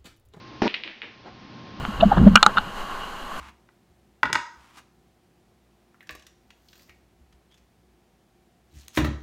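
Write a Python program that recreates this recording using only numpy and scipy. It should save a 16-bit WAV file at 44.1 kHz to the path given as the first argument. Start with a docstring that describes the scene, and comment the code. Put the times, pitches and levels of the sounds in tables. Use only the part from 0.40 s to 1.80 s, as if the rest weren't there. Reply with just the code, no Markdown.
"""Pool shot in a basement

A low room, one microphone within earshot of the table. The cue cracks, and the cue ball thuds on
the slate and scatters a cluster of balls. They clack, bump the cushions and roll nearer over a faint
hum and whine. The recorder's gain control ducks hard at the first clack and creeps back up."""
import sys
import numpy as np
from scipy import signal
from scipy.fft import rfft, irfft, next_fast_len
from scipy.io import wavfile
from scipy.ndimage import uniform_filter1d, minimum_filter1d

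SR = 44100
rng = np.random.default_rng(int(sys.argv[2]) if len(sys.argv) > 2 else 0)


def output_pcm(signal):
    """Save a mono or channel-first signal as 16-bit PCM at the path in sys.argv[1].

    Samples are clipped to [-1, 1] before scaling.
    """
    pcm = np.clip(np.atleast_2d(signal).T, -1, 1) * 32767
    wavfile.write(sys.argv[1], SR, np.round(pcm).astype(np.int16))


N = 61739

# cue strike, then the ball landing and skipping: t/s, thud/dB, crack/dB, snap/dB
CUE_KNOCKS = [(0.2192, -5.5, -20, -11), (0.2532, -6, -39.5, -21), (.267, -14, -28, -17)]
# ball on ball: t/s, level/dB, pitch/Hz, room send/dB
BALL_CONTACTS = [(0.2789, 13.5, 2660, 0.5), (0.342, 14, 2660, -1.5), (0.3439, 8.5, 2350, -8.5),
                 (0.3455, 14, 2740, -7.5), (.4366, 9, 2685, 1), (0.477, 4, 2410, 1.5),
                 (0.6186, -1, 2300, 2.5)]


def amp(db):
    """Decibels to gain."""
    return 10 ** (np.asarray(db) / 20)


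def along(points, hz):
    """Values at hz, read from (f/Hz, value) points on a log frequency axis."""
    freqs, values = np.transpose(points)
    return np.interp(np.log(hz + 1), np.log(freqs + 1), values)


def clock():
    """Time of every sample in seconds."""
    return np.arange(N) / SR


def fade(t, t60):
    """Exponential decay of 60 dB in t60 seconds."""
    return np.exp(-np.log(1000) * t / t60)


def delayed(x, seconds):
    """x starting that many seconds later."""
    return np.pad(x, (max(round(seconds * SR), 0), 0))[:N]


def filtered(x, response):
    """x through a zero-phase filter of gain response(hz)."""
    size = next_fast_len(N + SR // 2)
    return irfft(rfft(x, size) * response(np.fft.rfftfreq(size, 1 / SR)), size)[:N]


def noise(spectrum, shift=1):
    """Coloured noise of rms 1, its spectrum scaled in pitch by shift."""
    x = filtered(rng.standard_normal(N), lambda hz: amp(along(spectrum, hz / shift)))
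    return x / np.sqrt(np.mean(x ** 2) + 1e-20)


def pulse(spectrum, shift, size=2048):
    """A minimum-phase pulse of peak 1, its spectrum scaled in pitch by shift."""
    hz = np.fft.rfftfreq(size, 1 / SR)
    cepstrum = irfft(np.log(amp(along(spectrum, hz / shift))))
    cepstrum[1:size // 2] *= 2
    cepstrum[size // 2 + 1:] = 0
    click = irfft(np.exp(rfft(cepstrum)))
    return np.pad(click / np.abs(click).max(), (0, N - size))


def modes(table):
    """A struck body rings as damped sines of alternating sign."""
    t = clock()
    return sum((-1) ** k * amp(db) * fade(t, t60) * np.sin(2 * np.pi * hz * t)
               for k, (hz, db, t60) in enumerate(table))


def room(x, build_s=0.0034):
    """The basement's diffuse answer, different for every spot on the table."""
    # reverberation time: f/Hz, t60/s
    decay_times = [(150, 0.75), (600, 0.26), (2500, 0.34), (7000, 0.28)]
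    hz, t, bands = signal.stft(rng.standard_normal(SR // 2), SR, nperseg=256)
    envelope = fade(t, along(decay_times, hz)[:, None]) * (1 - np.exp(-t / build_s))
    tail = signal.istft(bands * envelope, SR)[1]
    return signal.fftconvolve(x, tail / np.linalg.norm(tail))[:N]


def room_tone(air_db=-43):
    """Basement air with mains hum and a thin whine."""
    # hum and whine: f/Hz, rms level/dB
    tones = [(120, -51), (221, -53), (1061, -50)]
    # spectrum of the air: f/Hz, level/dB
    air = [(25, -20.5), (70, -9), (130, -2.5), (230, -6), (320, -0.5), (420, -11), (650, -12.5), (800, -12),
           (1080, -11.5), (1300, -16), (3000, -18), (5000, -22), (6200, -31), (7700, -61.5)]
    t = clock()
    hum = sum(amp(db) * np.sqrt(2) * np.sin(2 * np.pi * (hz * t + rng.random())) for hz, db in tones)
    return hum + amp(air_db) * noise(air)


def rolling(start_db=-52, rise_db_per_s=11):
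    """Balls rumble over the cloth from the first clack on, louder as they near the microphone."""
    # spectrum of balls on cloth: f/Hz, level/dB
    rumble = [(25, -17), (70, -3), (130, -3), (220, 3.5), (340, -11), (600, -14), (1500, -17.5),
              (4000, -29), (7000, -59)]
    approach = amp(start_db + rise_db_per_s * clock())
    return delayed(approach * noise(rumble), BALL_CONTACTS[0][0])


def cushions(rise_s=0.021, t60=0.19, reference_hz=383):
    """Soft, dull bumps that swell and die in the rails."""
    # balls meeting the cushions: t/s, level/dB, pitch/Hz
    bumps = [(.447, -19.5, 318), (.615, -36, 216), (.622, -30, 457), (.838, -31, 330), (.852, -33, 740)]
    # spectrum of a bump at the reference pitch: f/Hz, level/dB
    rail = [(40, -34.5), (150, -21.5), (310, -7), (400, -0.5), (490, -12), (800, -12.5), (3000, -36),
            (7000, -77)]
    t = clock()
    swell = np.minimum(t / rise_s, 1) * fade(np.maximum(t - rise_s, 0), t60)
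    return sum(delayed(amp(db) * swell * noise(rail, hz / reference_hz), at) for at, db, hz in bumps)


def table_push(gain_db=-19, push_s=0.0043):
    """The cue's blow gives the table one deep push."""
    age = clock() / push_s
    return delayed(amp(gain_db) * age * (2 - age) * np.exp(-age), CUE_KNOCKS[0][0])


def cue_strike(rise_s=0.00014, room_db=-4):
    """Each knock is a woody snap that rings the body and throws a broad crack into the room."""
    # modes of cue and table: f/Hz, level/dB, t60/s
    body = [(191.4, -3, 0.046), (254.2, 3, 0.031), (365.3, -5.5, 0.13), (435, -8, 0.1), (585.4, -12, 0.083),
            (787, -13.5, .07), (965.5, -13.5, 0.1)]
    # spectrum of the lingering crack: f/Hz, level/dB
    broad = [(30, -5), (110, -8), (190, -11), (450, 9), (980, 5), (1120, 3.5), (1700, 3), (3200, -3.5),
             (5400, -8), (6900, -25.5), (7800, -52)]
    # spectrum of the short snap: f/Hz, level/dB
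    woody = [(30, -25.5), (150, -15), (500, 4), (950, -14), (1200, -11.5), (3000, -27), (5500, -29.5),
             (8000, -66)]
    t, out = clock(), np.zeros(N)
    attack = 1 - np.exp(-t / rise_s)
    for at, thud_db, crack_db, snap_db in CUE_KNOCKS:
        thud = amp(thud_db) * modes(body)
        crack = amp(crack_db) * noise(broad) * fade(t, t60=1)
        snap = amp(snap_db) * noise(woody) * fade(t, t60=0.015)
        out += delayed(thud + amp(room_db) * room(thud) + (crack + snap) * attack, at)
    return out


def clacks(reference_hz=2600, wall_s=0.002067, wall_db=-15.5):
    """Ball hits ball: a very short pulse, a brief ring, a near reflection and the room's tail."""
    # click straight to the microphone, at the reference pitch: f/Hz, level/dB
    direct = [(100, -41.5), (800, -26.5), (1400, -13), (2000, -3.5), (2550, 0.5), (3200, -6), (4100, -7.5),
              (5200, -23.5), (6200, -48), (8000, -61)]
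    # broader click sent into the room, at the reference pitch: f/Hz, level/dB
    radiated = [(100, -39), (700, -17), (1300, -15), (2000, -4), (2550, -2.5), (3200, -5), (4100, -11),
                (5200, -23.5), (6200, -38), (8000, -60.5)]
    # ring after the contact: f/Hz, level/dB, t60/s
    ring = [(2503, -15.5, .02), (2590, -19, 0.029), (2820, -17.5, 0.022), (4170, -23.5, 0.0098)]
    out = np.zeros(N)
    for at, db, hz, room_db in BALL_CONTACTS:
        click = pulse(direct, hz / reference_hz)
        reflection = amp(wall_db) * delayed(click, wall_s)
        tail = amp(room_db) * room(pulse(radiated, hz / reference_hz))
        out += amp(db) * delayed(click + modes(ring) + reflection + tail, at)
    return out


def scene():
    """Everything that reaches the microphone, in mono."""
    return (cue_strike() + table_push() + clacks() + cushions() + rolling() + room_tone())[None]


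def gain_control(x, ceiling_db=-11, hold_s=0.13, recovery_s=0.42, start_duck_db=4, smooth_samples=16):
    """The recorder ducks at once on peaks over the ceiling, holds, then recovers ever more slowly."""
    over_db = np.maximum(20 * np.log10(np.abs(x) + 1e-9) - ceiling_db, 0)
    hold = 2 * int(hold_s * SR / 2) + 1
    held_db = -minimum_filter1d(-over_db, hold, origin=hold // 2, mode="constant")
    relax = np.exp(-clock() / recovery_s)
    # each duck relaxes until a deeper one takes over
    duck_db = np.maximum.accumulate(np.maximum(held_db / relax, start_duck_db)) * relax
    gain = minimum_filter1d(amp(-duck_db), smooth_samples)
    return x * uniform_filter1d(gain, smooth_samples)


def record(dry):
    """The recorder adds its gain control, its own hiss and a steep band limit."""
    # spectrum of the recorder's hiss: f/Hz, level/dB
    hiss = [(30, 1), (300, 8), (1500, 0.5), (4000, 1), (5600, -5), (6500, -17.5), (7200, -26), (7800, -60)]
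    hiss_db, top_hz = -56, 7600
    x = gain_control(dry[0]) + amp(hiss_db) * noise(hiss)
    return filtered(x, lambda hz: 1 / (1 + (hz / top_hz) ** 60))[None]


dry = scene()
out = record(dry)
output_pcm(out)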